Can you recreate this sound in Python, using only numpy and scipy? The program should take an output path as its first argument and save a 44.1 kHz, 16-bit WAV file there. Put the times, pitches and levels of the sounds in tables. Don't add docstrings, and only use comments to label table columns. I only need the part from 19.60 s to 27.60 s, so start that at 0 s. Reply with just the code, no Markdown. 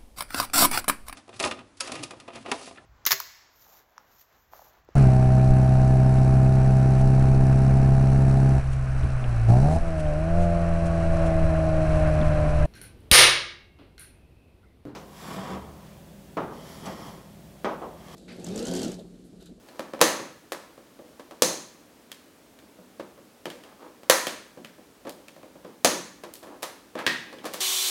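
import sys
import numpy as np
from scipy import signal
from scipy.fft import rfft, irfft
from scipy.io import wavfile

SR = 44100
rng = np.random.default_rng(int(sys.argv[2]) if len(sys.argv) > 2 else 0)


def unload_wav(signal):
    wavfile.write(
        sys.argv[1],
        SR,
        np.round(np.clip(np.atleast_2d(signal).T, -1, 1) * 32767).astype(np.int16),
    )


N = 353012
HIT_SAMPLES = 32768

BAND_EDGES_HZ = [120, 400, 800, 2400, 4800, 8500, 16000]
BAND_CENTRES_HZ = np.sqrt(np.multiply(BAND_EDGES_HZ[:-1], BAND_EDGES_HZ[1:]))
# (frequency [Hz], width [Hz], boost [dB])
FRAME_MODES = [(178, 14, 6), (225.5, 144, 8.5), (334.6, 110, 9), (492, 16, 7), (551, 85, 6), (614, 15, 4.5),
               (834, 10, 2.5), (975, 220, 4), (1148, 70, 4), (1300, 37, 4), (1585, 46, 3), (1734, 72, 5.5),
               (2080, 51, 0), (2550, 27, 2.5), (3700, 2300, 4.5), (10950, 2300, 3)]


def from_db(db):
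    return 10 ** (np.asarray(db) / 20)


def unit_rms(x):
    return x / np.sqrt(np.mean(x ** 2) + 1e-20)


def at_hz(hz, points_hz, values):
    return np.interp(np.log(np.maximum(hz, 1)), np.log(points_hz), values)


def decay(t, t60_s):
    return np.exp(-np.log(1000) * t / t60_s)


def band(x, low_hz, high_hz, order=2):
    sos = signal.butter(order, [low_hz, high_hz], "band", fs=SR, output="sos")
    return signal.sosfilt(sos, x + 1e-18)


def add(out, x, time_s):
    i = max(round(time_s * SR), 0)
    out[i:i + len(x)] += x[:max(len(out) - i, 0)]


def coloured(x, db_at_hz):
    cepstrum = irfft(np.log(from_db(db_at_hz(np.fft.rfftfreq(HIT_SAMPLES, 1 / SR)))))
    cepstrum[1:HIT_SAMPLES // 2] *= 2
    cepstrum[HIT_SAMPLES // 2 + 1:] = 0
    response = irfft(np.exp(rfft(cepstrum)))[:HIT_SAMPLES // 4]
    return signal.fftconvolve(x, response)[:len(x)]


def resonate(x, modes):
    def boost_db(f):
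        return sum(db / (1 + (2 * (f - hz) / width_hz) ** 2) for hz, width_hz, db in modes)
    return band(coloured(x, boost_db), 130, 15000, order=4)


def room_bands():
    # (frequency [Hz], t60 [s], relative level [dB])
    tail = [(95.5, 1, -18), (262, 0.46, -10.5), (704, 0.45, -11), (1650, 0.63, -13), (4460, 0.5, -15),
            (6640, 0.55, -10.5), (9040, 0.46, -15.5), (15000, 0.37, -15)]
    hz, t60_s, level_db = np.transpose(tail)
    t = np.arange(HIT_SAMPLES) / SR
    edges_hz = np.geomspace(60, 17000, 13)
    build_up = 1 - np.exp(-t / 0.00048)
    bands = []
    for low_hz, high_hz in zip(edges_hz, edges_hz[1:]):
        centre_hz = np.sqrt(low_hz * high_hz)
        noise = band(rng.standard_normal(N + HIT_SAMPLES), low_hz, high_hz, order=3)
        gain = from_db(at_hz(centre_hz, hz, level_db))
        bands.append((noise, gain * build_up * decay(t, at_hz(centre_hz, hz, t60_s))))
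    return bands


def in_room(x, room, direct_db=-4.0, wet_db=-10.0):
    tail = sum(noise[:HIT_SAMPLES] * envelope for noise, envelope in room)
    wet = signal.fftconvolve(x, tail / np.linalg.norm(tail))[:N]
    return from_db(direct_db) * x + from_db(wet_db) * wet


def crack(contact_s, rise_share=0.17, break_share=0.1, slip_db=-9):
    progress = np.arange(2048) / SR / contact_s
    rise = 1 - np.exp(-progress / rise_share)
    envelope = rise * (np.exp(-progress / break_share) + from_db(slip_db) * np.exp(-progress))
    burst = rng.standard_normal(len(progress)) * envelope
    for _ in range(3):
        flat = irfft(np.exp(1j * np.angle(rfft(burst))))
        flat = flat / np.linalg.norm(flat) * np.linalg.norm(envelope)
        burst = np.clip(flat, -2 * envelope, 2 * envelope)
    return np.pad(burst / np.linalg.norm(burst), (0, HIT_SAMPLES - len(burst)))


def band_levels(colour, level_db, tilt_db_oct=0):
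    octaves = np.log2(BAND_CENTRES_HZ / 1400)
    return at_hz(BAND_CENTRES_HZ, *np.transpose(colour)) + level_db + tilt_db_oct * octaves


def blow(time_s, band_db, contact_s, modes, room, wet_db):
    # (delay [s], level [dB])
    echoes = [(.0017, -7), (.0092, -7), (0.0124, -9), (.026, -13)]
    x = crack(contact_s) * np.sqrt(0.002 * SR)
    dulled = signal.sosfilt(signal.butter(1, 9000, fs=SR, output="sos"), x + 1e-18)
    for delay_s, db in echoes:
        add(x, dulled * from_db(db), delay_s * rng.uniform(.9, 1.1))
    start = round(time_s * SR)
    x += from_db(wet_db) * sum(noise[start:start + HIT_SAMPLES] * envelope for noise, envelope in room)
    x = resonate(x, modes)
    for _ in range(2):
        attack = x[:int(.03 * SR)]
        attack_rms = [np.std(band(attack, low_hz, high_hz, order=4))
                      for low_hz, high_hz in zip(BAND_EDGES_HZ, BAND_EDGES_HZ[1:])]
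        gain_db = band_db - 20 * np.log10(attack_rms)
        x = coloured(x, lambda f: at_hz(f, BAND_CENTRES_HZ, gain_db))
    return x


def shimmer(clusters, spacing_hz=35):
    out, t = np.zeros(HIT_SAMPLES), np.arange(HIT_SAMPLES) / SR
    for hz, width_hz, db, t60_s in clusters:
        count = 1 + int(width_hz / spacing_hz)
        partials_hz = hz + width_hz * ((np.arange(count) + rng.random(count)) / count - .5)
        ringing = np.sin(2 * np.pi * (partials_hz[:, None] * t + rng.random((count, 1)))).sum(axis=0)
        out += from_db(db) * unit_rms(ringing) * decay(t, t60_s)
    return out * (1 - np.exp(-t / 0.00073))


def room_tone(level_db=-55):
    # (frequency [Hz], relative density [dB])
    spectrum = [(15, -71.5), (25, -34), (48, -8), (157, -6.5), (185, -2), (285, 4), (363, -2.5),
                (416, -0.5), (863, -9), (2110, -15), (16000, -24)]
    hz, db = np.transpose(spectrum)
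    murmur = coloured(rng.standard_normal(N + HIT_SAMPLES), lambda f: at_hz(f, hz, db))
    return from_db(level_db) * unit_rms(murmur[HIT_SAMPLES:])


def slips(size, rate_hz, spread_db=3.5):
    strength = from_db(spread_db * np.minimum(rng.exponential(1, size), 4))
    return (rng.random(size) < rate_hz / SR) * strength * rng.choice([-1, 1], size)


def frame_rubs():
    # (start [s], end [s], body level [dB], crinkle level [dB], body centre [Hz])
    slides = [(0.0, 0.296, -51, -59, 560), (1.42, 1.536, -54, -65, 400), (2.966, 3.093, -52.5, -71, 338),
              (4.021, 4.157, -50.5, -77, 676), (4.178, 4.305, -42.5, -65, 654),
              (6.792, 7.014, -45, -72, 570), (7.355, 7.445, -34, -54, 1070),
              (7.582, 7.885, -49.5, -68, 414), (7.828, 7.888, -35.5, -43, 560),
              (7.878, 8.063, -45, -45, 470)]
    out = np.zeros(N)
    for start_s, end_s, body_db, crinkle_db, centre_hz in slides:
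        size = int((end_s - start_s) * SR)
        body = resonate(slips(size, rate_hz=900), FRAME_MODES)
        body = band(body, centre_hz / 1.9, centre_hz * 1.9)
        crinkle = band(slips(size, rate_hz=600), 1300, 5000, order=1)
        rub = from_db(body_db) * unit_rms(body) + from_db(crinkle_db) * unit_rms(crinkle)
        add(out, signal.windows.tukey(size, .7) * rub, start_s)
    return out


def scissor_ticks(room, contact_s=0.0013):
    # (time [s], level [dB], tilt [dB/octave], ping [Hz])
    touches = [(0.087, -55.5, -2.5, 4200), (2.517, -47, 1.3, 3300), (2.989, -59, -1, 3470),
               (3.856, -42, -1.5, 3160), (3.9015, -49, 0, 3250), (4.037, -56, -1, 2870),
               (4.669, -34.5, 0, 3340), (5.0471, -47, -1.5, 2740), (5.494, -52.5, 3.5, 4600),
               (5.6825, -52.5, 0, 2430), (6.738, -63, 7.5, 4200), (6.754, -58, 3.5, 4400),
               (7.785, -53.5, -3, 3300), (7.937, -48.5, 4, 1980)]
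    # (frequency [Hz], width [Hz], boost [dB])
    modes = [(556, 80, 13), (1730, 300, 5), (2420, 410, 1), (3140, 390, 3), (4240, 400, 0.5),
             (5950, 1000, -2)]
    # (frequency [Hz], level [dB])
    colour = [(220, -14.5), (570, -8.5), (1400, -4), (3400, -3), (6400, -7), (11700, -8.5)]
    ping_width_hz, ping_boost_db, ping_t60_s = 620, 7, 0.049
    out = np.zeros(N)
    for time_s, db, tilt_db_oct, ping_hz in touches:
        tick = blow(time_s, band_levels(colour, db, tilt_db_oct), contact_s, modes, room, wet_db=-2.5)
        ping = shimmer([(ping_hz, ping_width_hz, db + ping_boost_db, ping_t60_s)])
        add(out, tick + ping, time_s)
    return out


def frame_knocks(room):
    # (time [s], level [dB], tilt [dB/octave], contact [s])
    knocks = [(0.1943, -34, 0.5, 0.0015), (0.3349, -38, -1.1, 0.0026), (0.3925, -45, -.5, .001),
              (0.4062, -33.5, 0, 0.0015), (0.598, -41.5, -1, 0.0015), (0.9204, -31.5, 2.5, 0.0052),
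              (1.177, -53, -1.5, 0.0036), (1.39, -52, -3, 0.006), (1.5953, -45.5, 0.4, 0.0056),
              (1.7101, -45.5, .7, .0025), (3.188, -59, -4.5, 0.005), (3.396, -39.5, -1.35, 0.0074),
              (3.577, -57, -2.5, 0.0047), (3.856, -37.5, -1, 0.0034), (4.433, -50.5, 1.5, 0.0013),
              (4.67, -37.5, -0.3, 0.0012), (4.973, -50, -2.5, 0.0095), (5.182, -57, -3, 0.0054),
              (5.451, -46, -1.5, 0.007), (5.469, -40, -1, 0.0097), (5.763, -53, -1, 0.0032),
              (5.8302, -50.5, -1, 0.0038), (5.955, -55, -2.5, .006), (6.047, -47, -1.5, 0.0045),
              (6.066, -56, -2.5, 0.0072), (6.6358, -40.5, 1.3, 0.0075), (6.8287, -47, 1.5, 0.0091),
              (6.869, -53, -0.5, 0.0044), (7.023, -47.5, 5.5, 0.0051), (7.0282, -32, 4, 0.008),
              (7.3538, -37, -1.5, .003), (7.388, -39, 1.5, .009), (7.727, -45.5, 0.5, 0.0062),
              (7.853, -34, 2.5, 0.011), (7.9426, -37.5, 3.6, .002)]
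    # (frequency [Hz], level [dB])
    colour = [(220, -6), (570, -0.5), (1400, -5.5), (3400, -13.5), (6400, -18), (11700, -22)]
    out = np.zeros(N)
    for time_s, db, tilt_db_oct, contact_s in knocks:
        band_db = band_levels(colour, db, tilt_db_oct)
        add(out, blow(time_s, band_db, contact_s, FRAME_MODES, room, wet_db=-1.5), time_s)
    return out


def tie_snips(room, arm_t60_s=0.11):
    # (time [s], level [dB], tilt [dB/octave], frame jolt [dB], contact [s],
    #        blade ring [dB], arm pitch [Hz], arm level [dB])
    cuts = [(0.4138, -20, -0.5, 2, 0.0018, 1.5, 482, -12.5),
            (1.8213, -21.5, 0.44, -11.5, 0.0022, 1.5, 508.6, -12.5),
            (4.498, -21, 0.35, 4, .0022, 1, 523, -9), (6.2466, -20, -0.45, -6.5, .0031, 0.5, 716, -15)]
    # (frequency [Hz], level [dB], jolt slope [dB/dB])
    spectrum = [(214, -11, -0.17), (560, -1, 0.09), (1400, 0, .5), (3400, -1.5, 0.25), (6400, -0.6, 0.01),
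                (11800, -3, .27)]
    # (frequency [Hz], width [Hz], level [dB], t60 [s])
    frame_clusters = [(536, 5.6, -27, 0.31), (789, 7.6, -39, 0.17), (983, 59.5, -37, 0.6),
                      (1220, 10, -47, 0.48), (1363, 20, -38, 0.31), (1550, 11, -42.5, 0.42),
                      (1875, 260, -31.5, 0.49), (2154, 10, -38, 0.37), (2580, 12, -46, .4)]
    # (frequency [Hz], width [Hz], level [dB], t60 [s])
    blade_clusters = [(4140, 250, -38.5, 0.56), (5600, 12, -53, 0.36), (6040, 19, -40, 0.4),
                      (6240, 420, -33, 0.51), (6620, 620, -35, 0.54), (7150, 210, -43, 0.57),
                      (7170, 20, -45, 0.402), (9750, 350, -38, 0.31), (10440, 490, -36, .33)]
    out, t = np.zeros(N), np.arange(HIT_SAMPLES) / SR
    for time_s, db, tilt_db_oct, jolt_db, contact_s, blade_db, arm_hz, arm_db in cuts:
        colour = [(hz, base_db + slope * jolt_db) for hz, base_db, slope in spectrum]
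        snap = blow(time_s, band_levels(colour, db, tilt_db_oct), contact_s, FRAME_MODES, room, wet_db=0)
        twang = np.sin(2 * np.pi * arm_hz * t) * (1 - np.exp(-t / 0.0007)) * decay(t, arm_t60_s)
        frame_ring = from_db(jolt_db) * shimmer(frame_clusters)
        blade_ring = from_db(blade_db) * shimmer(blade_clusters)
        add(out, snap + from_db(arm_db) * twang + frame_ring + blade_ring, time_s)
    return out


def tray_bump(room):
    # (time [s], level [dB], contact [s])
    hits = [(7.465, -25.5, .003), (7.4742, -36.5, 0.0038)]
    # (frequency [Hz], width [Hz], boost [dB])
    modes = [(248, 26, 10.5), (342, 50, 3), (1630, 96, 11), (1770, 69, 2), (1913, 180, 8.5), (2560, 90, 5),
             (3600, 3700, 8)]
    # (frequency [Hz], level [dB])
    colour = [(220, -11), (570, -12), (1400, 0.5), (3400, -1), (6400, -9), (11700, -16)]
    # (frequency [Hz], width [Hz], level [dB], t60 [s])
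    wall_clusters = [(1690, 30, -38, 0.39), (1849, 73, -28, 0.43), (1895, 83, -34, 0.38)]
    out = np.zeros(N)
    for time_s, db, contact_s in hits:
        add(out, blow(time_s, band_levels(colour, db), contact_s, modes, room, wet_db=-0.5), time_s)
    add(out, shimmer(wall_clusters), time_s=hits[-1][0])
    return out


def scene():
    room = room_bands()
    blows = tie_snips(room) + frame_knocks(room) + scissor_ticks(room) + tray_bump(room)
    return (blows + room_tone() + in_room(frame_rubs(), room))[None]


def record(dry):
    ceiling, cutoff_hz = .92, 16450
    rounded = dry / (1 + (dry / ceiling) ** 4) ** .25
    return signal.sosfilt(signal.ellip(10, .1, 70, cutoff_hz, fs=SR, output="sos"), rounded)


dry = scene()
out = record(dry)
unload_wav(out)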